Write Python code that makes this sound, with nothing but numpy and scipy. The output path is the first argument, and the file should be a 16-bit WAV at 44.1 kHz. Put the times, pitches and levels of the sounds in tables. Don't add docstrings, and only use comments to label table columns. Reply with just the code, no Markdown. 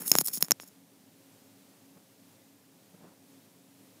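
import sys
import numpy as np
from scipy import signal
from scipy.fft import rfft, irfft
from scipy.io import wavfile

SR = 44100
rng = np.random.default_rng(int(sys.argv[2]) if len(sys.argv) > 2 else 0)


def store_pcm(level_fs):
    pcm = np.round(np.clip(level_fs, -1, 1) * 32767).astype(np.int16)
    wavfile.write(sys.argv[1], SR, np.atleast_2d(pcm).T)


N = 176400

# t/s, knock gain/dB, knock corner/Hz, lower and upper port gain/dB, crack gain/dB,
# port tuning/ratio
CASE_SNAPS = [(0.0794, -19, 3000, -11, -7, -1.5, 1.6), (.1164, 10.5, 5000, 31, 30.5, 25, 0.99),
              (.1533, 16, 1200, 9, 13.5, 5.5, 1.07), (0.1628, -9, 1000, -4, 4, -14, 1.1),
              (0.1859, 6.5, 2400, 20.5, 21.5, 19.5, 1.01), (.2119, 5, 900, 0, 9, 0.5, 0.98),
              (.2730, -20.5, 3000, 6, 2, -2.5, 1.5), (.2840, -8.5, 2000, 0, 1, -13, 0.82),
              (0.3741, -15.5, 1600, -9, -2, -12, 0.87), (0.4097, -13, 1200, -16, -6, -19, 1.1),
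              (.4257, 4.5, 3600, 18.5, 13, 19, 1.016), (0.4468, -23, 2500, -3, -2, -27, 1.0),
              (0.4843, -12, 1500, -12, -20, -18.5, 1.3), (.5091, 7, 4000, -1, 18, 13, 0.97),
              (0.5181, 10, 4500, 26, 21.5, 9, 1.04), (0.5998, -10.5, 3500, -8.5, -20, -30, 1.06),
              (0.634, -15.5, 1000, -19, -22, -32, 1.2)]
# t/s, length/s, rise/s, hiss level/dB, fade/(dB/s), port level/dB, rustle level/dB
SKIN_STROKES = [(0, .062, 0.0016, -41.5, -7, -52, -48.5), (0.057, 0.049, 0.021, -28.5, 60, -42, -51.5),
                (0.111, .044, 0.0046, -40.5, 36.5, -41, -44.5), (0.16, .022, 0.0048, -30.5, 83, -42, -50),
                (0.186, 0.029, 0.01, -27.5, 19.5, -37.5, -46), (0.235, .029, 0.026, -30.5, 200, -45, -59),
                (0.273, 0.011, 0.0011, -26, 150, -33.5, -55), (0.287, 0.033, .002, -47, 62, -56, -58),
                (0.318, 0.065, 0.026, -27.5, 280, -33.5, -54), (0.406, .017, 0.0013, -31, 250, -43.5, -53),
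                (0.422, 0.047, 0.0017, -38.5, 387, -45, -47), (0.473, .016, .006, -53, 37.5, -61, -67),
                (0.595, 0.045, 0.011, -51.5, 13, -54, -66), (.642, 0.046, 0.038, -54, 10.5, -57.5, -72)]
# t/s, gain/dB
HAND_BUMPS = [(.006, 4), (.018, -1), (0.188, 13), (0.214, 9.5), (0.374, 5), (0.427, 10)]
# f/Hz, width/Hz
PORT_MODES = [(5420, 240), (6700, 270)]
# peak t/s, half length/s, level/dB
CLOTH_SCUFFS = [(1.972, 0.02, -60.5), (2.948, 0.0073, -55), (3.052, 0.062, -55)]
# f/Hz, level/dB
HUM_TONES = [(273, -67), (537, -78.5)]
# f/Hz, level/dB
CRACK_SPECTRUM = [(1000, -50), (4000, -5.5), (7700, -7.5), (9300, -1.5), (10400, 1), (11200, -5),
                  (12000, 2), (13000, -7), (14400, 1.5), (16000, -22.5)]
SKIN_SPECTRUM = [(1000, -40), (3000, -24), (4600, -26), (7800, -10.5), (9300, -8.5), (10300, 1),
                 (11800, -4.5), (13000, -3.5), (14400, 0), (16000, -7.5)]
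RUSTLE_SPECTRUM = [(60, -19.5), (150, 5), (300, 4), (600, -7.5), (1300, -6.5), (2500, -10.5), (5000, -24.5),
                   (16000, -54.5)]
CLOTH_SPECTRUM = [(60, -24), (120, -16.5), (165, 3.5), (250, -6.5), (580, -6), (900, -13), (1400, -18),
                  (3000, -34), (16000, -46)]
ROOM_SPECTRUM = [(18, -87.5), (30, -54), (81, -42), (90, -21.5), (102, -6), (140, -12.5), (176, -4.5),
                 (241, -8), (268, -2), (339, -13.5), (428, -12), (500, -16.5), (541, -14.5), (601, -15.5),
                 (1310, -24), (14100, -26), (15200, -28)]

GRAIN_LOG_SPREAD, FLUTTER_DB, FLUTTER_HZ, RELEASE_S = .5, 3.5, 300, .003
BUMP_HZ, BUMP_WIDTH_HZ = 191, 164
ROOM_DB, ROOM_WAVER_DB, HUM_WIDTH_HZ = -60, 0.74, 9
LOW_CUT_HZ, TOP_HZ, OVERLOAD_FS = 146, 15500, 0.64


def snaps():
    out, tap = np.zeros(N), signal.unit_impulse(4096)
    crack = colour(tap, CRACK_SPECTRUM)
    for start_s, knock_db, knock_hz, lower_db, upper_db, crack_db, tuning in CASE_SNAPS:
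        knock = undb(knock_db) * cut(tap, knock_hz, "low", order=2)
        ring = sum(undb(db) * resonate(tap, hz * tuning, width_hz)
                   for (hz, width_hz), db in zip(PORT_MODES, (lower_db, upper_db)))
        add(out, start_s, knock + ring + undb(crack_db) * crack)
    return out


def rubbing():
    t = np.arange(N) / SR
    hiss_env, ring_env, rustle_env = np.zeros((3, N))
    for start_s, length_s, rise_s, hiss_db, fade_db_per_s, ring_db, rustle_db in SKIN_STROKES:
        age_s = t - start_s
        attack = np.clip(age_s / rise_s, 0, 1) ** 1.3
        fade = undb(-fade_db_per_s * np.clip(age_s - rise_s, 0, length_s))
        release = np.exp(-np.maximum(age_s - length_s, 0) / RELEASE_S)
        stroke = attack * fade * release
        hiss_env += undb(hiss_db) * stroke
        ring_env += undb(ring_db) * stroke
        rustle_env += undb(rustle_db) * stroke
    flutter = undb(FLUTTER_DB * walk(FLUTTER_HZ))

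    def grains():
        return flutter * rng.standard_normal(N) * np.exp(GRAIN_LOG_SPREAD * rng.standard_normal(N))

    slips = grains()
    ring = unit(sum(resonate(slips, hz, width_hz) for hz, width_hz in PORT_MODES))
    hiss = unit(colour(grains(), SKIN_SPECTRUM))
    rustle = unit(colour(grains(), RUSTLE_SPECTRUM))
    return hiss_env * hiss + ring_env * ring + rustle_env * rustle


def bumps():
    out = np.zeros(N)
    thud = resonate_twice(signal.unit_impulse(4096), BUMP_HZ, BUMP_WIDTH_HZ)
    for start_s, db in HAND_BUMPS:
        add(out, start_s, undb(db) * thud)
    return out


def scuffs():
    t = np.arange(N) / SR
    swell = sum(undb(db) * np.exp(-((t - peak_s) / half_s) ** 2) for peak_s, half_s, db in CLOTH_SCUFFS)
    friction = rng.standard_normal(N) * undb(2.5 * walk(rate_hz=90))
    return swell * unit(colour(friction, CLOTH_SPECTRUM))


def room():
    air = unit(colour(rng.standard_normal(N), ROOM_SPECTRUM))
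    air *= undb(ROOM_DB + ROOM_WAVER_DB * walk(rate_hz=6))
    hum = sum(undb(db) * unit(resonate_twice(rng.standard_normal(N), hz, HUM_WIDTH_HZ))
              for hz, db in HUM_TONES)
    return air + hum


def undb(db):
    return 10 ** (np.asarray(db) / 20)


def unit(x):
    return x / np.sqrt(np.mean(x ** 2))


def colour(x, points):
    hz, db = np.array(points, float).T
    bins_hz = np.maximum(np.arange(N // 2 + 1) * SR / N, 1)
    gain = undb(np.interp(np.log(bins_hz), np.log(hz), db))
    cepstrum = irfft(np.log(gain), N)
    cepstrum[1:N // 2] *= 2
    response = irfft(np.exp(rfft(cepstrum[:N // 2], N)), N)[:4096]
    return signal.fftconvolve(x, response)[:len(x)]


def resonate(x, hz, width_hz):
    return signal.lfilter(*signal.iirpeak(hz, hz / width_hz, fs=SR), x + 1e-18)


def resonate_twice(x, hz, width_hz):
    return resonate(resonate(x, hz, width_hz), hz, width_hz)


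def cut(x, hz, kind, order):
    return signal.sosfilt(signal.butter(order, min(hz, SR / 2 - 1), kind, fs=SR, output="sos"), x + 1e-18)


def walk(rate_hz):
    return unit(np.interp(np.arange(N) / SR * rate_hz, np.arange(N), rng.standard_normal(N)))


def add(out, start_s, sound):
    i = max(int(start_s * SR), 0)
    out[i:i + len(sound)] += sound[:N - i]


def scene():
    handling = cut(snaps() + rubbing() + bumps(), LOW_CUT_HZ, "high", order=6)
    return (handling + scuffs() + room())[None]


def record(dry):
    rounded = OVERLOAD_FS * np.tanh(dry / OVERLOAD_FS)
    top_cut = signal.ellip(8, rp=.2, rs=60, Wn=TOP_HZ, fs=SR, output="sos")
    return signal.sosfilt(top_cut, rounded)


dry = scene()
out = record(dry)
store_pcm(out)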